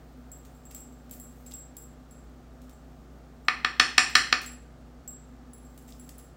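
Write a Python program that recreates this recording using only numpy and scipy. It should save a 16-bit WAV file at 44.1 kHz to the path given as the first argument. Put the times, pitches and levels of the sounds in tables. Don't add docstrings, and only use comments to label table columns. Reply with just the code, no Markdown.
import sys
import numpy as np
from scipy import signal
from scipy.fft import rfft, irfft
from scipy.io import wavfile
from scipy.ndimage import uniform_filter1d, minimum_filter1d

SR = 44100
rng = np.random.default_rng(int(sys.argv[2]) if len(sys.argv) > 2 else 0)


def generate_wav(signal):
    frames = np.transpose(np.atleast_2d(signal))
    scaled = np.clip(frames, -1, 1) * 32767
    pcm = np.round(scaled).astype(np.int16)
    wavfile.write(sys.argv[1], SR, pcm)


N = 280476
TIME = np.arange(N) / SR

# [t/s, relative strength/dB, contact cut-off f/Hz]
PLATE_BLOWS = [(3.4824, -5, 3308), (3.646, -5.5, 2900), (3.7971, 0.2, 5570), (3.9794, 0.5, 8580),
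               (4.1523, 2, 7000), (4.3254, -2.5, 3900)]


def from_db(db):
    return 10 ** (np.asarray(db) / 20)


def rms_one(x):
    return x / np.sqrt(np.mean(x ** 2) + 1e-20)


def at_hz(points, hz):
    table_hz, values = np.transpose(points)
    return np.interp(np.log(np.maximum(hz, 1)), np.log(table_hz), values)


def coloured(x, colour):
    gain = from_db(at_hz(colour, np.fft.rfftfreq(N, 1 / SR)))
    return rms_one(irfft(rfft(x) * gain, N))


def butterworth(x, order, hz, kind="low"):
    return signal.sosfilt(signal.butter(order, hz, kind, fs=SR, output="sos"), x)


def clicks(times_s, levels_db):
    out = np.zeros(N) + 1e-18
    out[np.round(np.asarray(times_s) * SR).astype(int)] = from_db(levels_db)
    return out


def pole_pair(hz, radius):
    return [1, -2 * radius * np.cos(2 * np.pi * hz / SR), radius * radius]


def resonance(x, hz, width_hz):
    r = np.exp(-np.pi * width_hz / SR)
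    return signal.lfilter(np.array([1, 0, -1]) * (1 - r * r) / 2, pole_pair(hz, r), x)


def ring(x, hz, t60_s):
    r = np.exp(-np.log(1000) / (t60_s * SR))
    return signal.lfilter([0, np.sin(2 * np.pi * hz / SR)], pole_pair(hz, r), x)


def delay_band(x, hz, width_hz):
    poles = pole_pair(hz, np.exp(-np.pi * width_hz / SR))
    return signal.lfilter(poles[::-1], poles, x)


def scatter(x, delay_s, feedback):
    loop = np.zeros(round(delay_s * SR) + 1)
    loop[0], loop[-1] = 1, -feedback
    return signal.lfilter(loop[::-1], loop, x)


def grains(per_s, spread_db):
    sizes = from_db(spread_db * np.minimum(rng.exponential(1, N), 4))
    return sizes * rng.choice([-1, 1], N) * (rng.random(N) < per_s / SR)


def appliances(waver):
    # [f/Hz, rms level/dB]
    motor_lines = [(59.2, -52), (126.5, -63), (154.3, -60), (355.3, -70.5), (473.7, -71), (1067, -78),
                   (1186, -75.5)]
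    # [f/Hz, relative level/dB]
    air_colour = [(15, -38), (25, -12), (59, -2), (105, -16), (149, -12.5), (195, -13), (249, -2.5),
                  (317, -14.5), (754, -15), (1070, -26.5), (1230, -20.5), (2350, -32.5), (7510, -38.5),
                  (11300, -50.5), (16000, -48)]
    air_db, drone_hz, drone_width_hz, drone_db = -54, 246.7, 9, -56.5

    hum = 0
    for hz, db in motor_lines:
        line = np.sqrt(2) * np.sin(2 * np.pi * (hz * TIME + rng.random()))
        unsteady = rms_one(resonance(rng.standard_normal(N), hz, width_hz=6))
        hum = hum + from_db(db) * (line + waver * unsteady)

    drone = resonance(rng.standard_normal(N), drone_hz, drone_width_hz)
    drone = rms_one(resonance(drone, drone_hz, width_hz=150))
    air = coloured(rng.standard_normal(N), air_colour)
    return hum + from_db(drone_db) * drone + from_db(air_db) * air


def food(level_db):
    # [t/s, relative level/dB]
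    stir_levels = [(0.0, -76), (0.53, -74.5), (1.11, -75.5), (1.4, -67.5), (1.79, -78.5), (3.31, -79),
                   (4.34, -72), (4.6, -82), (5.42, -82), (5.77, -71), (6.04, -68.5), (6.36, -83)]
    # [f/Hz, relative level/dB]
    crackle_colour = [(3000, -12), (8000, -7), (11500, -10), (14000, -1), (16000, 0)]

    crackle = coloured(grains(per_s=3000, spread_db=5.5), crackle_colour)
    envelope_db = np.interp(TIME, *np.transpose(stir_levels))
    return from_db(envelope_db + level_db) * crackle


def bracelet_touches(faint_count, vary_db):
    # [t/s, relative bead level/dB, first charm level/dB, second charm level/dB]
    wrist_jolts = [(0.3168, -34, -52.5, -59), (0.6534, -42, -57.5, -71), (0.7476, -25, -50.5, -53),
                   (1.1113, -24, -53.5, -57), (1.1364, -37, -61, -64), (1.199, -30, -53.5, -51.5),
                   (1.464, -46, -54, -60), (1.538, -31, -49.5, -59), (1.7677, -25.5, -51.5, -51.5),
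                   (2.11, -50, -61, -59), (4.098, -39, -57, -62), (4.4618, -40, -47.5, -45.5),
                   (5.0772, -37, -45.5, -64), (5.5338, -45, -61, -47.5), (5.7768, -41, -70, -58),
                   (5.9968, -45, -59.5, -49.5), (6.182, -36, -62.5, -49.5)]
    faint_db = (-52.5, -69, -75.5)
    swing_s, swing_spread = .048, 0.27
    swing_loss_db = (12, 12, 9.5)

    jolts = np.array(wrist_jolts)
    delay_s = swing_s * (1 + swing_spread * rng.uniform(-0.87, 1, len(jolts)))
    swings = np.column_stack([jolts[:, 0] + delay_s, jolts[:, 1:] - swing_loss_db])

    faint_s = (np.arange(faint_count) + rng.random(faint_count)) / faint_count * TIME[-1]
    faint_levels = faint_db + vary_db * rng.standard_normal((faint_count, len(faint_db)))
    return np.vstack([jolts, swings, np.column_stack([faint_s, faint_levels])])


def beads(contacts, level_db):
    # [f/Hz, width/Hz, relative level/dB]
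    bead_modes = [(10300, 400, -16), (13600, 420, 0), (14600, 1200, -8), (15500, 400, -4)]

    times_s, levels_db = np.transpose(contacts)[:2]
    settling = signal.lfilter([1], [1, -from_db(-350 / SR)], clicks(times_s, levels_db - 18))
    touches = clicks(times_s, levels_db) + settling * grains(per_s=900, spread_db=3.0)
    return sum(from_db(level_db + db) * resonance(touches, hz, width_hz)
               for hz, width_hz, db in bead_modes)


def charms(contacts, first_db, second_db):
    # [f/Hz, relative level/dB, t60/s]
    first_modes = [(7575, -7, 0.31), (7635, 4, 0.23), (13480, -4.5, 0.096), (13620, -8.5, .09)]
    # [f/Hz, relative level/dB, t60/s]
    second_modes = [(10170, -6, .07), (10220, -5, .12), (15540, -10, .1)]

    times_s, _, first_levels, second_levels = np.transpose(contacts)
    out = 0
    for modes, levels_db in ((first_modes, first_levels + first_db), (second_modes, second_levels + second_db)):
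        for hz, db, t60_s in modes:
            uneven_db = rng.standard_normal(len(times_s))
            out = out + ring(clicks(times_s, levels_db + db + uneven_db), hz, t60_s)
    return out


def scrapes(level_db, catch_db):
    # [t/s, relative level/dB, fade t60/s]
    strokes = [(0.451, -53, .085), (0.7105, -49, .07), (0.748, -51, .21), (1.096, -52.5, .02),
               (1.111, -51, .2), (1.133, -53, .07), (1.462, -54, .2), (1.511, -49.5, .18),
               (2.617, -58, .14), (2.695, -53.5, .08), (4.172, -44.5, .087), (4.416, -46.5, .19),
               (5.777, -54, .05), (5.882, -52.5, .22), (6.092, -42, .03), (6.189, -53.5, .13)]
    # [f/Hz, relative level/dB]
    rub_colour = [(900, -16), (2000, -2), (5000, 0), (8000, 0), (11500, -5), (14000, 1), (16000, 2)]

    slips, out = rms_one(grains(per_s=1100, spread_db=3.5)), np.zeros(N)
    for start_s, db, t60_s in strokes:
        start = round(start_s * SR)
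        span = slice(start, start + SR // 2)
        stroke = slips[span] * np.exp(-np.log(1000) * (TIME[span] - start_s) / t60_s)
        stroke[0] = from_db(catch_db)
        out[span] += from_db(db) * stroke
    out = butterworth(out, 2, 16000)
    return from_db(level_db) * np.std(out) * coloured(out, rub_colour)


def taps(level_db):
    # [t/s, relative level/dB]
    tap_hits = [(0.709, -41), (1.521, -18.5), (1.77, -26.5), (5.924, -21.5)]
    # [f/Hz, width/Hz, relative level/dB]
    wood_modes = [(2280, 310, -15), (3550, 540, 0), (5130, 490, 1), (6600, 1400, -10)]

    force = clicks(*np.transpose(tap_hits))
    return sum((-1) ** k * from_db(level_db + db) * resonance(force, hz, width_hz)
               for k, (hz, width_hz, db) in enumerate(wood_modes))


def knocks(level_db, vary_db):
    # [f/Hz, width/Hz, relative level/dB]
    plate_modes = [(250, 96, 8.5), (471, 120, 8), (734, 90, 13), (1208, 130, 28), (1430, 380, 21),
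                   (1800, 170, 26.5), (2100, 320, 21), (2535, 200, 24.5), (3006, 370, 21),
                   (3370, 301, 22.5), (3853, 210, 19.5), (4212, 150, 28), (4450, 340, 22.5),
                   (4940, 150, 23), (5240, 300, 19), (5600, 110, 22.5), (5900, 221, 16.5),
                   (7415, 213, 16.5), (8440, 392, 8), (9080, 380, 11), (9760, 230, 8.5), (10300, 600, -0.5),
                   (13200, 1800, -4.5), (14800, 700, 5)]

    force = np.array([butterworth(clicks([t_s], [db]), 2, cutoff_hz) for t_s, db, cutoff_hz in PLATE_BLOWS])
    strengths = from_db(vary_db * rng.standard_normal((len(PLATE_BLOWS), len(plate_modes))))
    out = 0
    for k, (hz, width_hz, db) in enumerate(plate_modes):
        out = out + (-1) ** k * from_db(db) * resonance(strengths[:, k] @ force, hz, width_hz)

    out = delay_band(out, hz=1700, width_hz=4500)
    out = scatter(out, delay_s=.0004, feedback=.6)
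    out = scatter(out, delay_s=.0009, feedback=.6)
    return from_db(level_db) * out


def ticks(level_db, growth_db_per_db, edge_hz):
    times_s, strength_db, _ = np.transpose(PLATE_BLOWS)
    impulses = clicks(times_s, level_db + growth_db_per_db * strength_db)
    return scatter(butterworth(impulses, 2, edge_hz, "high"), delay_s=0.0011, feedback=.5)


def kitchen(x, first_echo_s, build_s):
    # [f/Hz, t60/s]
    decay_times = [(150, .42), (1000, .42), (2000, .45), (5000, .41), (9000, .34), (16000, .27)]
    # [f/Hz, level/dB]
    echo_levels = [(150, -3), (700, -4), (1200, -5.5), (2000, -4.5), (4000, -10), (8000, -1.5),
                   (16000, -10.5)]

    t = np.arange(SR) / SR
    hz = np.fft.rfftfreq(SR, 1 / SR)
    white = rfft(rng.standard_normal(SR))
    onset = np.clip((t - first_echo_s) / build_s, 0, 1)
    edges_hz, echo = np.geomspace(80, 20000, 21), 0
    for low, high in zip(edges_hz, edges_hz[1:]):
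        centre = np.sqrt(low * high)
        decay = np.exp(-np.log(1000) * t / at_hz(decay_times, centre))
        band = irfft(white * (hz >= low) * (hz < high), SR) * onset * decay
        click_rms = np.sqrt(2 * (high - low)) / SR
        echo = echo + from_db(at_hz(echo_levels, centre)) * rms_one(band) * click_rms
    return signal.fftconvolve(x, echo)[:N]


def lingering_tones(plate):
    # [f/Hz, level/dB]
    room_tones = [(747, 0), (1219, 2), (1316, 4), (1416, 4), (1462, 4), (1548, 4), (1678, 4), (1745, 5),
                  (1778, 1), (1958, 6), (2207, 5), (2241, 5), (2457, 3), (3856, 4), (4417, 4), (5291, 3),
                  (5644, 4)]
    return sum(from_db(db) * resonance(plate, hz, width_hz=9) for hz, db in room_tones)


def limiter(x, top):
    gain = minimum_filter1d(top / np.maximum(np.abs(x), top), size=90)
    return x * uniform_filter1d(uniform_filter1d(gain, size=45), size=45)


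def scene():
    plate = knocks(level_db=2.0, vary_db=2.1) + ticks(level_db=-10, growth_db_per_db=2.4, edge_hz=13000)
    contacts = bracelet_touches(faint_count=9, vary_db=3)
    charm_rings = charms(contacts, first_db=4.0, second_db=2.5)
    beads_and_pot = beads(contacts, level_db=16.5) + scrapes(level_db=-2.0, catch_db=19.5)
    beads_and_pot += taps(level_db=3.5) + food(level_db=3.5)

    room_feed = plate + from_db(3) * beads_and_pot + from_db(-0.5) * charm_rings
    room = kitchen(room_feed, first_echo_s=0.0015, build_s=.003) + lingering_tones(plate)
    return (plate + beads_and_pot + charm_rings + room + appliances(waver=.11))[None]


def record(dry):
    thin = butterworth(dry, 3, 36, "high")
    held = limiter(thin, top=.93)
    top_cut = signal.ellip(10, .1, 80, 15800, fs=SR, output="sos")
    return signal.sosfilt(top_cut, held)


dry = scene()
out = record(dry)
generate_wav(out)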